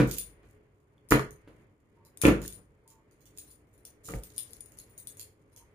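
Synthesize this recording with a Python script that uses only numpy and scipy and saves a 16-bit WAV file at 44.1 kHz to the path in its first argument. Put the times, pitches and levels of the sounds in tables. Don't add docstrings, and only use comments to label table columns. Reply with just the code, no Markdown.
import sys
import numpy as np
from scipy import signal
from scipy.io import wavfile
from scipy.ndimage import uniform_filter1d, minimum_filter1d

SR = 44100
rng = np.random.default_rng(int(sys.argv[2]) if len(sys.argv) > 2 else 0)


def digitize_waveform(pressure):
    field = np.atleast_2d(pressure).T
    bounded = np.clip(field, -1, 1)
    quanta = np.round(bounded * 32767).astype(np.int16)
    wavfile.write(sys.argv[1], SR, quanta)


def volts_from_db(level):
    exponent = np.asarray(level, float) / 20
    return 10 ** exponent


N = 253134

# (time [s], level [dB])
OPENING = [(0.0, -54), (0.59, -58.5), (0.8, -63), (1.04, -60.5), (1.3, -59), (1.49, -56.5), (1.61, -56.5),
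           (1.76, -63.5), (2.03, -60), (2.58, -57), (2.68, -61.5), (2.88, -61), (3.42, -58.5), (3.6, -61),
           (4.28, -57), (5.28, -57.5), (5.36, -62), (5.74, -58.5)]
# (frequency [Hz], density [dB per Hz])
HUM_SPECTRUM = [(12, -46), (20, -16.5), (108, -6), (198, -22), (220, -20.5), (298, -12.5), (370, -18.5),
                (403, -15.5), (582, -19), (1950, -14), (2320, -26), (3070, -28), (3500, -27), (4550, -51),
                (7700, -120)]
# (time [s], level [dB])
GUSTS = [(0.0, -27), (1.13, -32), (1.49, -61.5), (2.26, -29), (2.581, -59.5), (4.14, -74)]
# (frequency [Hz], level in echoes [dB], t60 [s], level in hum [dB])
ROOM_MODES = [(53.7, 1.5, 0.55, -5.5), (100, -9, 0.45, 5), (134.4, 8.5, 0.19, -3), (185.5, -3, 0.44, -11),
              (228, -7.5, 0.36, -7), (300, 3.5, 0.24, 1), (330.4, 2, 0.28, -11.5), (421.5, -11, 0.46, 1),
              (468, -6.5, 0.38, -10), (540, -5, 0.13, -12), (540, -7, 0.094, -13.5)]
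# (frequency [Hz], level [dB], t60 [s])
AFTERMATH = [(49.5, -32.5, 0.79), (128.6, -12.5, 0.23), (264, -28, 0.27), (358, -29.5, .2),
             (496.5, -31.5, 0.34)]
# (frequency [Hz], t60 [s])
ROOM_T60 = [(40, 0.6), (110, 0.38), (280, 0.32), (740, 0.29), (1940, 0.3), (5120, 0.25), (13500, 0.2)]
# (delay [s], level [dB])
ECHOES = [(.0058, -15), (.0105, -18), (.029, -19)]
# (frequency [Hz], correlation [-1..1])
LIKENESS = [(40, .99), (130, .93), (290, .86), (640, .7), (1410, -.15), (3100, 0), (15000, 0)]
# (start [s], end [s], pitch [Hz], level [dB], upper note level [dB])
TOOTS = [
    (1.945, 2.095, 925, -79, -86),
    (2.845, 3.03, 900, -77.5, -82.5),
    (5.535, 5.665, 925, -78, -95),
]
# (frequency [Hz], density [dB per Hz])
RUSTLE_SPECTRUM = [(1500, -20), (3000, -4), (5000, -5.5), (8000, -0.5), (12000, -7.5), (16000, -5)]
# (start [s], hold [s], level [dB], fall [dB per s])
HANDFULS = [(0.0, 0.018, -55, 155), (0.119, 0.039, -40.5, 230), (1.3, 0.027, -83, 93),
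            (2.28, 0.06, -54, 301), (2.442, 0.036, -49.5, 247.5), (3.205, 0.13, -81.5, 58.5),
            (3.392, 0.053, -65, 203), (4.195, 0.16, -63, 30), (4.8, 0.42, -81, 154)]
# (time [s], level [dB])
SWISHES = [
    [(0.4, -100), (0.51, -69.5), (0.6, -94)],
    [(1.48, -80.5), (1.514, -88), (1.626, -83), (1.654, -97), (1.66, -92)],
    [(2.215, -27.5), (2.245, -41), (2.251, -34), (2.3, -47.5)],
    [(4.03, -68), (4.048, -56.5), (4.082, -46.5), (4.158, -49), (4.22, -79)],
]
# (time [s], peak [dB], pulse width [ms], right
# lag [ms], flutter re peak [dB])
SNAPS = [(0.001, -11.5, 0.67, -0.037, -9), (0.434, -55.5, 1.5, -0.022, -2),
         (1.112, -26.5, 0.44, -0.07, 3.5), (1.1212, -8.5, 0.39, -0.15, -10),
         (1.129, -15.5, 0.56, -0.17, -6), (1.476, -40.5, 0.38, 0.0091, -11), (2.239, -29.5, 1.305, 0.24, 8),
         (2.2524, -5, .48, .35, -12), (2.283, -8, 0.57, 0.052, -12), (2.3224, -15, 0.52, 0.23, -21),
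         (2.418, -36, 0.74, 0.022, -9), (2.453, -59, 0.39, 0.091, -3), (4.084, -50, 0.43, 0.18, 7),
         (4.137, -27, 0.36, 0.066, -14), (4.148, -28, 1.77, 0.6, -25)]
# (frequency [Hz], density [dB per Hz])
FLUTTER_SPECTRUM = [(18, -36.5), (30, -11), (56, -8), (81, -18.5), (124, -6), (227, -10), (319, -4.5),
                    (364, -9), (426, -2.5), (702, -13.5), (1500, -14.5), (4300, -32.5), (16000, -47.5)]
# (time [s], peak [dB], pitch [Hz], right lag [ms], room level
# [dB])
CRACKS_AND_THUDS = [(1.1145, -15, 1800, -0.13, 7.5), (1.1213, -3, 1330, 0.17, -22.5),
                    (1.1242, -12.5, 330, -0.05, -9), (1.1212, -14, 2200, 0.019, -12.5),
                    (1.195, -15.5, 1190, -0.2, -13.5), (2.216, -33.5, 2370, 0.18, 12),
                    (2.2523, -9, 2550, 0.35, -2), (2.451, -35.5, 1710, 0.13, -10), (4.088, -30.5, 1246, 0.16, -2),
                    (4.3803, -37.5, 3300, -0.014, 0.5), (4.1374, -29.5, 2050, 0.15, -23),
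                    (4.142, -32.5, 513, -0.075, -3.5), (2.258, -17.5, 490, -0.067, -4),
                    (1.1315, -20, 134, .1, -9), (1.1145, -27, 52, .05, -30), (1.146, -24, 1480, -.1, -2),
                    (1.135, -28, 2340, .1, 1.5), (4.0865, -44, 143, .05, -12), (4.106, -38, 178, .05, -12),
                    (4.1195, -38, 440, -.1, -3), (4.148, -30, 51.7, .05, -30), (4.172, -36, 129, .05, -18),
                    (4.191, -41, 496, .1, -7), (2.262, -26, 58, .05, -30), (4.0865, -39, 1030, 0.12, -6),
                    (4.141, -38, 800, .1, -1.5), (2.262, -20, 1800, .2, 1.5)]
# (frequency [Hz], level [dB], t60 [s])
HOOP_MODES = [
    [(5911, -10, .15), (8207, -1, .16), (10850, -4, .19), (13615, 0, .19)],
    [(2912, -13, .16), (3470, 0, .13), (3838, -11, .12), (4194, -9, .12), (4632, -7, .13)],
    [(6735, -5, .14), (9168, -8, .09), (15045, 0, .1)],
    [(6930, -16, .1), (9170, -5, .1), (9400, -6, .16), (9600, -5, .15), (11940, -11, .12)],
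]
BEAT_DEPTH = [.25, .3, .3, .9]
# (time [s], level [dB], tilt [dB per octave], share of free t60 left by skin [ratio])
THIN_RINGS = [ (.0945, -62, 9, .5), (2.4787, -64, 0, .9), (3.256, -64, -11, 0.84), (3.3849, -54, -3, .9),
              (3.503, -68, 7, 0.93), (3.677, -80.5, -1, .9), (3.7783, -81, -5, 0.95),
              (3.8521, -68, 0, 0.86), (4.234, -51.5, 3, .8), (4.3804, -74, -3, .9), (4.787, -77, 0, .9),
              (4.978, -51, 0, .8), (5.0717, -47, -1, .9), (5.171, -57, -4, .9), (5.1956, -72, 4, 0.83)]
# (time [s], level [dB], tilt [dB per octave], share of free t60 [ratio])
SLACK_RINGS = [ (.196, -54, 3, 1.1), (2.4787, -59, 0, 1), (3.256, -75, -2, 0.92), (3.3847, -72, 13, 0.97),
               (3.503, -71, 0, 0.94), (3.8522, -63, 0, .9), (4.234, -73, 0, .9), (4.3807, -51.5, -4, 0.84),
               (4.533, -86, 0, 0.95), (4.787, -74.5, -2, .9), (4.9777, -77, 3, .6), (5.082, -59, -2, 0.82),
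               (5.171, -73, 2, .9), (5.2101, -68, -4, .9), (5.563, -72.5, 5.5, 0.78)]
# (time [s], level [dB], tilt [dB per octave], share of free t60 [ratio])
SMALL_RINGS = [ (.183, -54, 4, .9), (2.4787, -57, -1, .9), (2.8774, -71.5, 2.5, 0.86),
               (3.3847, -47.5, 5, 1.04), (3.8522, -66, 3, .9), (4.234, -59, 8, .9), (4.3804, -53, 8, .9),
               (4.533, -63, -9, .9), (4.6584, -65, 8, .9), (4.787, -55.5, -8, 0.76), (4.897, -66, 13, 1),
               (4.9777, -57.5, 12.5, 1.13), (5.0719, -68, 0, .9), (5.099, -60, -8, .9),
               (5.171, -59, -11.5, 1.2), (5.1956, -66, -5, .9)]
# (time [s], level [dB], tilt [dB per octave], share of free t60 [ratio])
WIDE_RINGS = [ (0.1372, -50, 0, .9), (.183, -37.5, 0, .9), (0.1963, -39, 1, 1.14), (2.4787, -53, 6, .9),
              (3.3847, -50, 2, .8), (3.503, -58.5, 0, .9), (3.8522, -72, -2, .9), (4.234, -71, 0, .9),
              (4.3804, -37.5, 7, .7), (4.6055, -47.5, -8, .55), (4.6584, -58, -4, .6),
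              (4.787, -72, 0, 0.95), (4.897, -64, 7, 1.2), (4.9777, -49, 8, 0.64), (5.0719, -44.5, 0, 0.63),
              (5.171, -54, 0, .6), (5.2101, -51, 2, .7), (5.5632, -70, 0, 0.86)]
# (time [s], peak [dB], tick pitch [Hz], room re tick [dB])
DULL_KNOCKS = [(0.0364, -53, 4050, -6.5), (0.0944, -40, 7000, -27), (4.047, -44.5, 7130, 11),
               (1.195, -35, 4330, 1.5), (1.3077, -43, 6200, -1), (1.475, -66.5, 4700, 6),
               (2.2674, -26, 6760, 2.5), (2.4171, -33.5, 6880, 2.5), (2.5253, -36.5, 6960, -11),
               (2.8774, -46, 7100, 1.5), (2.9018, -48, 7040, 3.5), (3.2071, -59, 6600, 9),
               (3.256, -49, 5820, 5.5), (3.3749, -39, 7040, -4), (3.7309, -64.5, 7200, 12),
               (4.595, -57, 8200, 4), (4.7202, -46.5, 7120, -0.5), (5.1957, -30.5, 7100, 1.5),
               (5.5628, -42.5, 6300, 3)]
# (time [s], peak [dB], tick pitch [Hz], room re tick [dB])
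FLUNG_KNOCKS = [(0.0749, -33.5, 15200, -2), (0.1122, -18, 14400, -2), (0.1397, -33, 10100, -4),
                (0.1747, -25.5, 14600, 7), (0.184, -16.5, 15100, -3.5), (0.1962, -31.5, 9600, -12.5),
                (0.2134, -28.5, 10150, -13), (1.0876, -45, 9800, 5), (1.0933, -42.5, 9000, -14.5),
                (1.1073, -13, 14400, 4), (1.3292, -52, 9600, -1), (2.0504, -45.5, 11670, 4.5),
                (2.173, -33.5, 8990, -4), (2.2156, -15, 10180, -1.5), (2.224, -22.5, 9800, -10),
                (2.4376, -41, 9700, -17), (2.4602, -39, 9500, -15), (2.4784, -20.5, 11760, -7.5),
                (2.5014, -42, 9480, -1), (2.5325, -40.5, 9500, 7), (4.9777, -43.5, 15350, 12)]
# (time [s], peak [dB], pan [dB], room re tick [dB])
SLIDING_KNOCKS = [(3.1115, -56.5, -5, 3.5), (3.3848, -33, 6, -1), (3.4681, -54, 1, 12),
                  (3.505, -49, -8, 9.5), (3.5144, -48, -5, -9), (3.778, -55, 5.5, 4), (3.8517, -36, 3, 1.5),
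                  (4.2355, -34, 4, -2.5), (4.3025, -44.5, -11, -9), (4.3364, -54.5, 9, 12),
                  (4.363, -39, -3, 4.5), (4.38, -28.5, 6.5, 7), (4.3911, -39, 8.5, -18),
                  (4.5072, -57, 15, 14), (4.5328, -33.5, 5, -4), (4.567, -55, 16, -3),
                  (4.6071, -36, 6.5, -8), (4.6595, -45.5, 7.5, 1), (4.7728, -50.5, 7, 10),
                  (4.787, -35.5, 6, 0.5), (4.8, -46, 0, -15), (4.8957, -62, -1, 4), (5.0717, -32, 4.5, -3),
                  (5.1703, -49, 9, 8), (5.2044, -44, 6.5, 3.5), (5.2121, -42.5, 12.5, -7),
                  (5.2287, -38.5, 3.5, -6), (5.5207, -62.5, -7, 12.5), (5.5757, -42.5, 3.5, 3)]
# (time [s], peak [dB], tick pitch [Hz], room re tick [dB])
PINGS = [(.1402, -22.5, 12000, -6), (0.21, -29.5, 6850, -15), (.1842, -18.5, 13000, -3),
         (.1975, -28.5, 13900, -10), (2.4404, -42, 7000, -5), (2.462, -42, 6800, -7),
         (2.4795, -37, 7100, -13), (2.502, -44, 11200, -10), (3.2075, -53, 15200, -4),
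         (3.8522, -36, 5500, -9), (4.2352, -48, 3520, -3), (4.3808, -26, 4810, -9),
         (4.3808, -26, 12900, -3), (4.5335, -44, 14100, -6), (4.787, -39, 8900, -8), (6.2, -32.5, 7830, 7),
         (4.9785, -36, 6800, -16), (4.8, -29, 11000, -1), (5.0725, -29, 11700, -4),
         (4.0915, -39, 2000, -10), (0.18, -35, 6950, -9.5), (.1372, -30, 13700, -8.5),
         (.1122, -32, 12000, -8), (4.8, -41, 4200, -2), (4.3815, -36, 8300, -7), (4.2352, -40, 12300, -8),
         (4.6594, -44, 9960, -8), (4.612, -44, 6800, -3), (4.612, -50, 5200, -3), (4.778, -46, 14200, -4),
         (4.7725, -52, 8100, -6), (4.5, -50, 7500, -4), (5.1965, -42, 11700, -6), (4.2, -44, 8400, -8),
         (4.7215, -54, 9600, -8), (0.98, -51.5, 3400, -4), (.1985, -28, 14800, -9), (4.0905, -44, 2600, -4),
         (5.1705, -44, 9500, -12), (5, -36, 9500, -12)]
# (tick pitch [Hz], pan [dB])
SIDE_OF_PITCH = [(4500, -0.4), (7000, -3), (9600, 5.5), (11800, -3), (15000, -3)]
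# (frequency [Hz], width [Hz], gain [dB])
PORTS = [
    [(88, 35, -5), (760, 350, -7), (6850, 1200, -27), (8100, 700, 2.5), (9600, 1500, 13), (12400, 1500, 3),
     (14900, 3200, -20)],
    [(88, 35, -5), (760, 350, -7), (6900, 1500, 8), (7950, 400, -1), (10050, 2000, -24), (12400, 1500, 3),
     (15200, 900, 7)],
]

DULL_CRACK_DB, FLUNG_CRACK_DB, SLIDING_CRACK_DB, PING_CRACK_DB = 8, 3.5, 5.5, -13.5
WAVE_LAG_S = 0.00017
TOOT_DIRECT_DB = 12.3
TOP_CUTOFF_HZ = 15430


def rms_one(x):
    return x / np.sqrt(np.mean(x ** 2) + 1e-20)


def in_time(rows):
    s, level = np.transpose(rows)
    return np.interp(np.arange(N) / SR, s, level)


def at_hz(points, hz):
    points_hz, values = np.transpose(points)
    return np.interp(np.log(hz), np.log(points_hz), values)


def drift(rate_hz, size):
    r = np.exp(-80 * np.pi * rate_hz / SR)
    white = rng.standard_normal(size // 40 + 2002)
    slow = signal.lfilter([1], [1, -2 * r, r * r], white)[2000:]
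    return np.interp(np.arange(size) / 40, np.arange(len(slow)), rms_one(slow))


def diffuse(size, gain):
    out, edges_hz = 0, 18 * 2 ** np.arange(0, 10.1, .5)
    white = rng.standard_normal((2, 2, size + 4000))
    for k, (low, high) in enumerate(zip(edges_hz, edges_hz[1:])):
        band = signal.butter(2, [low, high], "band", fs=SR, output="sos")
        mid, side = signal.sosfilt(band, white[k % 2])[:, 4000:]
        hz = np.sqrt(low * high)
        alike = np.clip(at_hz(LIKENESS, hz), -1, 1)
        stereo = np.sqrt(1 + alike) * mid + np.sqrt(1 - alike) * side * [[1], [-1]]
        out = out + gain(hz) * stereo
    return out


def add(track, sound, s):
    i = max(round(s * SR), 0)
    track[..., i:i + sound.shape[-1]] += sound[..., :N - i]


def swell(start_s, rise_s, hold_s, db, fall_db_per_s):
    t = np.arange(N) / SR - start_s
    fall_db = fall_db_per_s * np.maximum(t - hold_s, 0)
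    return np.clip(t / rise_s + 1, 0, 1) ** 2 * volts_from_db(db - fall_db)


def standing_waves(level_column):
    t, waves = np.arange(SR // 2) / SR, 0
    for k, mode in enumerate(ROOM_MODES):
        hz, t60_s = mode[0], mode[2]
        lag_s = WAVE_LAG_S * (-1) ** k * np.array([[1], [-1]])
        waves = waves + volts_from_db(mode[level_column] - 60 * t / t60_s) * np.sin(2 * np.pi * hz * (t + lag_s))
    return waves / np.sqrt(np.sum(waves ** 2) / 2)


def room_response(first_s, lumps_db, modes_db):
    t = np.arange(SR // 2) / SR
    tail = diffuse(len(t), lambda hz: volts_from_db(-60 * t / at_hz(ROOM_T60, hz) - 2.2 * (hz < 600)))
    lumps = volts_from_db(lumps_db * np.exp(-t / 0.093) * drift(190, len(t)))
    tail = tail * lumps * np.clip(t / first_s - 1, 0, 1)
    tail = tail / np.sqrt(np.sum(tail ** 2) / 2) + volts_from_db(modes_db) * standing_waves(level_column=1)
    for k, (delay_s, db) in enumerate(ECHOES):
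        right_lag = 9 * (-1) ** k
        tail[[0, 1], round(delay_s * SR) + np.array([0, right_lag])] += volts_from_db(db)
    return tail


def room_hum(patchy_db, boom_db):
    open_db = in_time(OPENING)
    together = drift(9.2, N)
    hum = rms_one(diffuse(N, lambda hz: volts_from_db(at_hz(HUM_SPECTRUM, hz) + patchy_db * (together + drift(2.2, N)))))
    low = signal.sosfilt(signal.butter(2, 750, fs=SR, output="sos"), hum)
    excitation = rng.standard_normal((1, N + SR))
    boom = signal.fftconvolve(excitation, standing_waves(level_column=3), axes=1)[:, SR:N + SR]
    bass = rms_one(rms_one(low) + volts_from_db(boom_db + patchy_db * together) * boom)
    gusts = sum(swell(s, .012, 0, db, 190) for s, db in GUSTS)
    upper = volts_from_db(-68 + 1.6 * (open_db - open_db.mean()))
    return (volts_from_db(open_db) + gusts) * bass + upper * rms_one(hum - low)


def aftermath():
    t = np.arange(N) / SR + WAVE_LAG_S * np.array([[1], [-1]])
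    return sum(volts_from_db(db - 60 * t / t60_s) * np.sin(2 * np.pi * hz * t) for hz, db, t60_s in AFTERMATH)


def horn(interval, upper_late_s, sag_per_s):
    out, t = np.zeros(N), np.arange(N) / SR
    waver = .011 * drift(45, N)
    for start, end, hz, db, upper_db in TOOTS:
        sag = sag_per_s * (t - (start + end) / 2)
        turns = 2 * np.pi * np.cumsum(1 + waver - sag) / SR
        for begin, note_hz, note_db in (start, hz, db), (start + upper_late_s, hz * interval, upper_db):
            gate = np.clip(np.minimum(t - begin, end - t) / 0.025, 0, 1)
            note = np.sin(note_hz * turns)
            if note_hz == hz:
                note = note + .3 * np.sin(1.118 * note_hz * turns)
            out += gate * volts_from_db(note_db + 4.5 * drift(30, N)) * note
    return out


def swish_gain():
    t, gain = np.arange(N) / SR, 0
    for rows in SWISHES:
        edge = np.clip(np.minimum(t - rows[0][0], rows[-1][0] - t) / 0.0056, 0, 1)
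        gain = gain + edge * volts_from_db(in_time(rows))
    return gain


def cloth_rustle(floor_db, swish_cut_hz):
    grains = volts_from_db(3.3 * drift(91, N))
    rustle = grains * diffuse(N, lambda hz: volts_from_db(at_hz(RUSTLE_SPECTRUM, hz) - 40 * (hz < 1400)))
    handfuls = sum(swell(s, .057, hold_s, db, fall) for s, hold_s, db, fall in HANDFULS)
    airy = rms_one(signal.sosfilt(signal.butter(1, swish_cut_hz, "high", fs=SR, output="sos"), rustle))
    return (volts_from_db(floor_db) + handfuls) * rms_one(rustle) + swish_gain() * airy


def cracks_and_thuds(decay_cycles):
    near, sent = np.zeros((2, N)), np.zeros(N)
    t = np.arange(SR // 5) / SR
    for s, peak_db, hz, lag_ms, room_db in CRACKS_AND_THUDS:
        sound = -volts_from_db(peak_db) * np.sin(2 * np.pi * hz * t) * np.exp(-t * hz / decay_cycles)
        add(near[0], sound, s)
        add(near[1], sound, s + lag_ms / 1000)
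        add(sent, sound * volts_from_db(room_db), s)
    return near, sent


def cloth_snaps(flutter_s, room_db, room_per_flutter):
    near, sent = np.zeros((2, N)), np.zeros(N)
    t = np.arange(SR // 8) / SR
    flaps = diffuse(len(t) * len(SNAPS), lambda hz: volts_from_db(at_hz(FLUTTER_SPECTRUM, hz)))[0]
    flaps = rms_one(flaps).reshape(len(SNAPS), -1)
    for (s, peak_db, width_ms, lag_ms, flutter_db), flap in zip(SNAPS, flaps):
        u = t * 1000 / width_ms - 3
        pulse = u * np.exp(.5 - u ** 2 / 2)
        flutter = volts_from_db(flutter_db) * flap * np.exp(-t / flutter_s) * np.minimum(t / 0.00068, 1)
        sound = volts_from_db(peak_db) * (pulse + flutter)
        start_s = s - width_ms / 500
        add(near[0], sound, start_s)
        add(near[1], sound, start_s + lag_ms / 1000)
        add(sent, sound * volts_from_db(room_db + room_per_flutter * flutter_db), start_s)
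    return near, sent


def hoop_rings(scatter_db, split):
    out, t = np.zeros(N), np.arange(SR // 3) / SR
    chance = rng.standard_normal((4, 18, 5, 1))
    rings = [THIN_RINGS, SLACK_RINGS, SMALL_RINGS, WIDE_RINGS]
    for modes, rows, depth, draws in zip(HOOP_MODES, rings, BEAT_DEPTH, chance):
        hz, mode_db, t60_s = np.transpose(modes)[:, :, None]
        octaves = np.log2(hz / np.exp(np.log(hz).mean()))
        stops = [row[0] for row in rows[1:]] + [N / SR]
        for (s, level_db, tilt_db, share), stop, draw in zip(rows, stops, draws[:, :len(modes)]):
            decay_db = 60 * t / (t60_s * np.clip(share, .2, 2))
            strengths = volts_from_db(level_db + mode_db + tilt_db * octaves + scatter_db * draw - decay_db)
            slow_beat = .2 * np.cos(2 * np.pi * hz * split * t + 3 * draw)
            fast_beat = .4 * np.cos(5.1 * np.pi * hz * split * t - 5 * draw)
            beats = 1 + depth * (slow_beat + fast_beat)
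            held = np.clip((stop - s - t) / .003 + 1, 0, 1)
            add(out, held * np.sum(strengths * beats * np.sin(2 * np.pi * hz * t), axis=0), s)
    return out


def bangle_knocks(tick_ms, crack_hz, sliding_hz, sliding_spread):
    near, sent = np.zeros((2, 2, N))
    t = np.arange(500) / SR
    knocks = []
    for rows, crack_db in (DULL_KNOCKS, DULL_CRACK_DB), (FLUNG_KNOCKS, FLUNG_CRACK_DB):
        knocks += [(s, db, at_hz(SIDE_OF_PITCH, hz), hz, crack_db, room_db) for s, db, hz, room_db in rows]
    slide_hz = sliding_hz * (1 + sliding_spread * rng.standard_normal(len(SLIDING_KNOCKS)))
    for (s, db, pan_db, room_db), hz in zip(SLIDING_KNOCKS, slide_hz):
        knocks.append((s, db, pan_db, hz, SLIDING_CRACK_DB, room_db))
    bright = signal.butter(2, crack_hz, "high", fs=SR, output="sos")
    cracks = signal.sosfilt(bright, rng.standard_normal((len(knocks), len(t))))
    knocks += [(s, db, at_hz(SIDE_OF_PITCH, hz), hz, PING_CRACK_DB, room_db) for s, db, hz, room_db in PINGS]
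    cracks = np.vstack([cracks, cracks[:len(PINGS)]])
    shape = np.exp(-t * 1000 / np.clip(tick_ms, .2, 3)) * np.minimum(t / 0.000067, 1)
    for (s, peak_db, pan_db, tick_hz, crack_db, room_db), crack in zip(knocks, cracks):
        tick = np.sin(2 * np.pi * tick_hz * t)
        knock = volts_from_db(peak_db - 8.5) * shape * (tick + volts_from_db(crack_db) * crack)
        lag_s = np.clip(1.1 * pan_db, -8, 12) / SR
        add(near[0], knock * volts_from_db(pan_db), s)
        add(near[1], knock * volts_from_db(-pan_db * 0.52), s + lag_s)
        add(sent, knock * volts_from_db(room_db + pan_db * np.array([[.15], [-.15]])), s)
    return near, sent


def scene():
    background = room_hum(patchy_db=0.5, boom_db=-5.0) + aftermath()
    toots = horn(interval=1.245, upper_late_s=.052, sag_per_s=.16)
    rustle = cloth_rustle(floor_db=-87, swish_cut_hz=7400)
    hem, hem_sent = cracks_and_thuds(decay_cycles=2.2)
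    cloth, cloth_sent = cloth_snaps(flutter_s=0.015, room_db=2, room_per_flutter=.39)
    rings = hoop_rings(scatter_db=1.5, split=.003)
    metal, metal_sent = bangle_knocks(tick_ms=1.96, crack_hz=4753, sliding_hz=9500, sliding_spread=.046)
    sent = metal_sent + cloth_sent + hem_sent + volts_from_db(-2.0) * rings + volts_from_db(TOOT_DIRECT_DB - 11.5) * toots
    room = room_response(first_s=0.0035, lumps_db=2.5, modes_db=-13.0)
    echoes = signal.fftconvolve(sent, room, axes=1)[:, :N]
    return metal + cloth + hem + rings + volts_from_db(TOOT_DIRECT_DB) * toots + echoes + rustle + background


def band_dropouts(x, masked_db, from_hz, loss_db):
    hz, _, z = signal.stft(x, SR, nperseg=1024, noverlap=768)
    power = uniform_filter1d(np.sum(np.abs(z) ** 2, axis=0), size=7, axis=1) + 1e-20
    own = uniform_filter1d(power, size=5, axis=0)
    around = uniform_filter1d(power, size=35, axis=0)
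    outside = (hz[:, None] < from_hz) | (hz[:, None] > TOP_CUTOFF_HZ - 900)
    patches = rng.random((len(hz) // 6 + 1, z.shape[2] // 10 + 1)) > .14
    spared = np.kron(patches, np.ones((6, 10)))[:len(hz), :z.shape[2]] > 0
    kept = (own > around * volts_from_db(-2 * masked_db)) | outside | spared
    kept = minimum_filter1d(minimum_filter1d(1. * kept, size=3, axis=0), size=5, axis=1)
    return signal.istft(z * np.maximum(kept, volts_from_db(loss_db)), SR, nperseg=1024, noverlap=768)[1][:, :N]


def top_cut(x):
    return signal.sosfilt(signal.butter(12, 16510, fs=SR, output="sos"), x)


def record(dry):
    ports = []
    for x, port in zip(dry, PORTS):
        for hz, width_hz, db in port:
            w, a = 2 * np.pi * hz / SR, volts_from_db(db / 2)
            q = np.sin(w) * width_hz / hz / 2
            b = [1 + q * a, -2 * np.cos(w), 1 - q * a]
            x = signal.lfilter(b, [1 + q / a, -2 * np.cos(w), 1 - q / a], x)
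        ports.append(x)
    cleaned = band_dropouts(np.array(ports), masked_db=4.3, from_hz=2400, loss_db=-30)
    top = signal.ellip(8, .5, 35, TOP_CUTOFF_HZ, fs=SR, output="sos")
    bottom = signal.butter(2, 38, "high", fs=SR, output="sos")
    mix = signal.sosfilt(np.vstack([top, bottom]), cleaned)
    return top_cut(mix)


dry = scene()
out = record(dry)
digitize_waveform(out)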